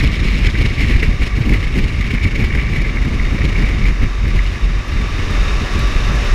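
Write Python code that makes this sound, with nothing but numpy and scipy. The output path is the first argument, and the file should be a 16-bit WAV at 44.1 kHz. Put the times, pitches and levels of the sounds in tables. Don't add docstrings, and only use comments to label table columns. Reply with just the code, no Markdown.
import sys
import numpy as np
from scipy import signal
from scipy.fft import rfft, irfft, next_fast_len
from scipy.io import wavfile
from scipy.ndimage import uniform_filter1d, map_coordinates

SR = 44100
rng = np.random.default_rng(int(sys.argv[2]) if len(sys.argv) > 2 else 0)


def int16_out(signal):
    q = np.round(np.clip(np.atleast_2d(signal).T, -1, 1) * 32767)
    wavfile.write(sys.argv[1], SR, q.astype(np.int16))


N = 279594

# time_s, level_db
FAN_LEVEL = [(0, -44.5), (1.3, -44.5), (2.4, -46), (3.3, -42.5), (3.7, -42.5), (4.1, -42.5), (4.7, -43),
             (5.05, -40), (5.35, -37), (5.8, -36.5), (6.34, -35.5)]
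# time_s, throb_db, buffet_db, whistle_db, hiss_db
MEAN_FLOW = [(0, -14, -18, -28, -30), (.95, -15, -18.5, -25.5, -28), (1.2, -14.5, -23, -29.5, -32.5),
             (1.95, -16, -22, -28.5, -32), (2.65, -19, -19.5, -27, -34), (3.05, -18.5, -20.5, -29.5, -35.5),
             (3.7, -14.5, -19, -27, -32.5), (4.1, -11, -22, -33.5, -41.5), (4.45, -18.5, -26, -31, -34.5),
             (4.8, -14.5, -25.5, -34.5, -36.5), (5.3, -16.5, -23.5, -36, -33), (6.34, -14, -25, -48, -31)]
# centre_s, width_s, mic_push_db, housing_skim_db
JET_GUSTS = [(.025, 0.074, 2, 4.5), (0.15, 0.03, -4.5, 4.5), (0.285, 0.066, 1, 4.5), (0.388, 0.036, 3, 4),
             (0.468, 0.054, 0, 6), (0.664, 0.023, 2.5, 3.5), (0.81, .05, 2, 3), (0.907, 0.061, 3.5, 2.5),
             (1.052, 0.033, -1.5, 5), (1.09, 0.14, 3, -2), (1.24, 0.092, 4, 5), (1.395, 0.026, 6.5, -3),
             (1.503, 0.12, 8, -0.5), (1.786, 0.077, 8, 4), (2.143, 0.019, 9, 4), (2.262, .06, 4, 5),
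             (2.404, 0.063, 6.5, 3), (2.592, 0.032, 1, 5.5), (2.756, 0.1, 2.5, 3.5), (2.87, 0.022, 0, 3),
             (3.074, 0.092, 2, 0.5), (3.343, 0.054, 2.5, -1), (3.444, 0.033, 4, 5),
             (3.612, 0.059, 3.5, 1.5), (3.85, 0.11, -0.5, 2.5), (4.03, 0.031, 6.5, 6.5),
             (4.282, 0.059, 6, 3), (4.36, 0.03, 7.5, 3), (5.016, 0.074, 4.5, 0.5), (5.287, 0.12, 2, -1),
             (5.629, 0.028, 8, 0), (5.81, .08, 6.5, 3), (6.13, 0.043, 9, -9)]
# centre_s, width_s, depth_db
JET_LULLS = [(0.096, 0.029, 2.5), (.2, 0.043, 3.5), (0.518, 0.035, 6), (0.74, 0.089, 4), (1.18, 0.028, 9.5),
             (1.308, 0.055, 8), (1.62, 0.054, 3), (2.197, 0.02, 8), (3.963, 0.058, 10), (4.148, 0.076, 11),
             (4.586, 0.053, 2), (4.842, .06, 9), (5.092, 0.037, 3), (5.69, 0.039, 11), (5.908, 0.062, 1)]
# centre_s, throb_boost_db
BIG_VORTICES = [(.06, 6), (.96, 5.5), (1.22, 6.5), (1.54, 10), (1.8, 3), (2.04, 4.5), (2.44, 9), (2.81, 8),
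                (3.62, 3.5), (4.37, 5.5), (5.41, 6.5), (5.97, 4), (6.33, 4.5)]
# peak_s, level_db, decay_s
EDDY_BURSTS = [(0.006, -26, 0.0093), (0.038, -22, 0.0051), (0.587, -20, 0.008), (0.809, -18, 0.01),
               (0.894, -30, 0.028), (1.029, -12, 0.0064), (1.219, -21, 0.01), (1.495, -15, 0.0038),
               (1.537, -16, 0.012), (1.628, -21.5, 0.011), (1.787, -19.5, 0.006), (2.011, -16.5, 0.007),
               (2.107, -22, 0.015), (2.354, -27, 0.009), (2.442, -15.5, 0.0072), (2.55, -18.5, 0.0062),
               (2.762, -20, 0.008), (2.819, -19, 0.004), (3.05, -22, 0.0058), (3.25, -22, 0.005),
               (3.579, -22, 0.021), (3.687, -21, 0.007), (3.856, -20, 0.007), (3.884, -22, 0.011),
               (4.037, -22, 0.0062), (4.28, -21.5, 0.0069), (4.359, -23, 0.014), (4.92, -23, 0.0085)]
# start_s, level_db
DROP_HITS = [(4.8818, -36), (5.3088, -32), (5.7369, -35), (5.792, -28), (5.875, -38), (5.9643, -38),
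             (6.1549, -30), (6.2816, -45)]

# freq_hz, density_db
FAN_ROAR_SPECTRUM = [(60, -19), (380, 3), (520, -3), (850, -6.5), (1130, 0), (1480, -4.5), (1800, -1),
                     (2700, -3), (3350, -14.5), (4300, -13.5), (5500, -12), (6700, -18.5), (7800, -27),
                     (9600, -29.5), (15000, -43)]
DROP_SPECTRUM = [(2000, -12), (6000, 5), (10500, -1), (13000, -4), (15500, -7)]
DROPLET_SPECTRUM = [(1000, -14), (2300, 6), (3000, 2), (3900, -5), (5300, -12), (7800, -20), (9800, -23),
                    (11000, -27), (12300, -26), (15000, -37)]
HOUSING_HISS_SPECTRUM = [(400, -1), (900, -8), (1450, -9), (1900, 0.5), (2800, 7), (3300, -2), (4100, -2.5),
                         (4700, -5.5), (5250, -24), (6000, -16), (6600, -17.5), (7700, -18), (9700, -23.5),
                         (10600, -27), (12400, -32), (15000, -56)]
HARD_FLOW_SPECTRUM = [(1500, -18), (2600, 5), (3300, 3), (4200, 3.5), (4700, -8.5), (5250, 0), (6200, -34),
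                      (9700, -29), (15000, -40)]
WAKE_THROB_SPECTRUM = [(8, -43), (22, -6), (36, -5.5), (46.5, 1.5), (55, -6), (66, -15.5), (110, -20),
                       (300, -107)]
MIC_BUFFET_SPECTRUM = [(30, -14), (65, 4.5), (90, 1.5), (135, -3), (230, -8), (400, -18), (600, -30.5),
                       (1200, -38), (4000, -73)]
MIC_THUMP_SPECTRUM = [(80, -2.5), (170, 6), (280, 4.5), (430, 2), (600, -16), (1200, -16), (4000, -35.5)]

# centre_hz, width_hz, level_db
BLADE_TONES = [(577.6, 9.6, -4.5), (728, 14, -9), (1154, 11, -7), (1172, 120, 0), (1320, 23, -10),
               (1703, 67, -2.8)]
NOZZLE_MODES = [(3685, 300, 0)]
CAVITY_MODES = [(1845, 610, -2), (2100, 410, 4), (2260, 150, -2)]
HOUSING_EDGE_TONE = [(2257, 260, 0)]
HOUSING_UPPER_MODES = [(5240, 630, 4), (6720, 240, -5), (9700, 500, -11.5), (12000, 900, -15)]


def amp(db):
    return 10 ** (np.asarray(db) / 20)


def unit_rms(x):
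    return x / np.sqrt(np.mean(x ** 2) + 1e-20)


def curves(rows):
    time_s, *columns = np.transpose(rows)
    return [np.interp(np.arange(N) / SR, time_s, column) for column in columns]


def swell(centre_s, width_s):
    distance = np.minimum(np.abs(np.arange(N) / SR - centre_s) / width_s, 2)
    return .5 ** ((2 * distance) ** 2)


def wobble(rate_hz):
    knots = rng.standard_normal(4096)
    grid_s = np.linspace(0, N / SR, N // 16)
    spline = map_coordinates(knots, [grid_s * rate_hz], mode="wrap")
    return np.interp(np.arange(N) / SR, grid_s, spline)


def flutter(rate_hz, drift_s=0.057):
    quick = wobble(rate_hz)
    return unit_rms(quick - uniform_filter1d(quick, size=int(SR * drift_s)))


def filtered(x, response):
    size = next_fast_len(N + SR // 2)
    return irfft(rfft(x, size) * response(np.fft.rfftfreq(size, 1 / SR)), size)[:N]


def shaped_noise(spectrum):
    freq_hz, density_db = np.transpose(spectrum)
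    response = lambda hz: amp(np.interp(np.log(hz + 1), np.log(freq_hz), density_db))
    return unit_rms(filtered(rng.standard_normal(N), response))


def resonant_noise(modes):
    def response(hz):
        return sum(amp(level_db) / np.sqrt(width_hz) / (1 + ((hz - centre_hz) / width_hz * 2) ** 2)
                   for centre_hz, width_hz, level_db in modes)
    return unit_rms(filtered(rng.standard_normal(N), response))


def impacts(rate_hz, scatter_db):
    hits = rng.random(N) < rate_hz / SR
    return hits * amp(scatter_db * np.clip(rng.standard_normal(N), -2, 1.5))


def blowers(roar_db=10, nozzle_db=-2, whine_db=2.0, waver_db=0.9):
    fan_db, = curves(FAN_LEVEL)
    unsteadiness = amp(0.3 * wobble(12))
    roar = amp(roar_db) * shaped_noise(FAN_ROAR_SPECTRUM)
    nozzle = amp(nozzle_db) * resonant_noise(NOZZLE_MODES)
    whine = amp(whine_db + waver_db * wobble(25)) * resonant_noise(BLADE_TONES)
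    return amp(fan_db) * (unsteadiness * (roar + nozzle) + whine)


def mist(gain_db=6, highpass_hz=6000):
    fan_db, = curves(FAN_LEVEL)
    hits = impacts(rate_hz=40, scatter_db=5)
    return amp(fan_db + gain_db) * filtered(hits, lambda hz: hz / (hz + highpass_hz))


def drops(gain_db=-5, t60_s=0.02):
    envelope = np.zeros(N + SR)
    t = np.arange(SR // 20) / SR
    for start_s, level_db in DROP_HITS:
        envelope[round(start_s * SR):][:len(t)] += amp(level_db + gain_db - 60 * t / t60_s)
    return envelope[:N] * shaped_noise(DROP_SPECTRUM)


def spatter(hiss_db, gain_db=-3.5, splash_s=.0025):
    hits = impacts(rate_hz=190, scatter_db=3)
    t = np.arange(SR // 100) / SR
    splash = np.sin(np.pi * np.minimum(t / splash_s, 1)) ** 2
    envelope = signal.fftconvolve(hits, splash)[:N]
    return amp(hiss_db + gain_db) * envelope * shaped_noise(DROPLET_SPECTRUM)


def jet_levels_db(jitter_db=0.9, push_jitter_db=0.73, beat_db=2.0, rate_hz=30, skim_lull_share=0.73):
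    throb_db, buffet_db, whistle_db, hiss_db = curves(MEAN_FLOW)
    push_db, skim_db = np.zeros((2, N))
    for centre_s, width_s, mic_push_db, housing_skim_db in JET_GUSTS:
        gust = swell(centre_s, width_s)
        push_db += mic_push_db * gust
        skim_db += housing_skim_db * gust
    lull_db = sum(depth_db * swell(centre_s, width_s) for centre_s, width_s, depth_db in JET_LULLS)
    restless_db = jitter_db * wobble(rate_hz)
    push_db += restless_db - lull_db + push_jitter_db * wobble(rate_hz)
    skim_db += restless_db - skim_lull_share * lull_db
    wake_db = sum(boost_db * swell(centre_s, width_s=0.046) for centre_s, boost_db in BIG_VORTICES)
    wake_db += beat_db * flutter(rate_hz, drift_s=0.24)
    return throb_db + wake_db - lull_db, buffet_db + push_db, whistle_db + skim_db, hiss_db + skim_db


def eddies(rise_s=.0012):
    power = np.zeros(N + SR)
    t = np.arange(-SR // 100, SR // 16) / SR
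    for peak_s, level_db, decay_s in EDDY_BURSTS:
        burst = amp(level_db) ** 2 * np.exp(-(t / np.where(t < 0, rise_s, decay_s)) ** 2)
        start = max(round((peak_s + t[0]) * SR), 0)
        power[start:][:len(t)] += burst
    return np.sqrt(power[:N])


def housing_whistle(whistle_db, swirl, bursts, cavity_db=-3.5, edge_db=-6, burst_db=-8,
                    swirl_db=1.0, puff_db=5.0):
    puffs = unit_rms(amp(swirl_db * swirl + puff_db * wobble(150)))
    drive = amp(whistle_db + cavity_db) * puffs + amp(burst_db) * bursts
    cavity = drive * resonant_noise(CAVITY_MODES)
    lock = np.clip((whistle_db + 33) / 7, 0, 1)
    edge_tone = amp(whistle_db + edge_db) * lock * resonant_noise(HOUSING_EDGE_TONE)
    return cavity + edge_tone


def housing_hiss(hiss_db, swirl, bursts, flow_db=-4.0, burst_db=-15, modes_db=-13, rasp_db=-7,
                 swirl_db=2.5, tear_db=2.0):
    flow = amp(hiss_db) * unit_rms(amp(swirl_db * swirl))
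    drive = amp(flow_db) * flow + amp(burst_db) * bursts
    hiss = shaped_noise(HOUSING_HISS_SPECTRUM)
    ring = amp(modes_db) * resonant_noise(HOUSING_UPPER_MODES)
    sustained_db = uniform_filter1d(hiss_db, size=SR // 3)
    breakaway = np.clip((sustained_db + 31) / 4, 0, 1)
    rasp = amp(rasp_db) * breakaway * flow * shaped_noise(HARD_FLOW_SPECTRUM)
    tearing = unit_rms(amp(tear_db * wobble(500)))
    return (drive * (hiss + ring) + rasp) * tearing


def wake_throb(throb_db, evenness=0.5):
    analytic = signal.hilbert(shaped_noise(WAKE_THROB_SPECTRUM))
    levelled = analytic.real / (np.abs(analytic) + .2) ** evenness
    return amp(throb_db) * unit_rms(levelled)


def buffeting(buffet_db, swirl, bursts, rumble_db=0.6, thump_db=-14, burst_db=-8, lump_db=1.5):
    lumps = amp(lump_db * (.5 * swirl + flutter(70)))
    rumble = amp(buffet_db + rumble_db) * unit_rms(lumps * shaped_noise(MIC_BUFFET_SPECTRUM))
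    hardness = np.clip((buffet_db + 21) / 7, 0, 1)
    thump_drive = amp(buffet_db + thump_db) * hardness + amp(burst_db) * bursts
    return rumble + thump_drive * shaped_noise(MIC_THUMP_SPECTRUM)


def scene():
    throb_db, buffet_db, whistle_db, hiss_db = jet_levels_db()
    swirl, bursts = flutter(70), eddies()
    wind = wake_throb(throb_db) + buffeting(buffet_db, swirl, bursts)
    housing = housing_whistle(whistle_db, swirl, bursts) + housing_hiss(hiss_db, swirl, bursts)
    return (blowers() + wind + housing + spatter(hiss_db) + drops() + mist())[None]


def record(dry, ceiling=.92, cutoff_hz=15250):
    rounded = dry[0] / (1 + (dry[0] / ceiling) ** 8) ** (1 / 8)
    return filtered(rounded, lambda hz: hz < cutoff_hz)[None]


dry = scene()
out = record(dry)
int16_out(out)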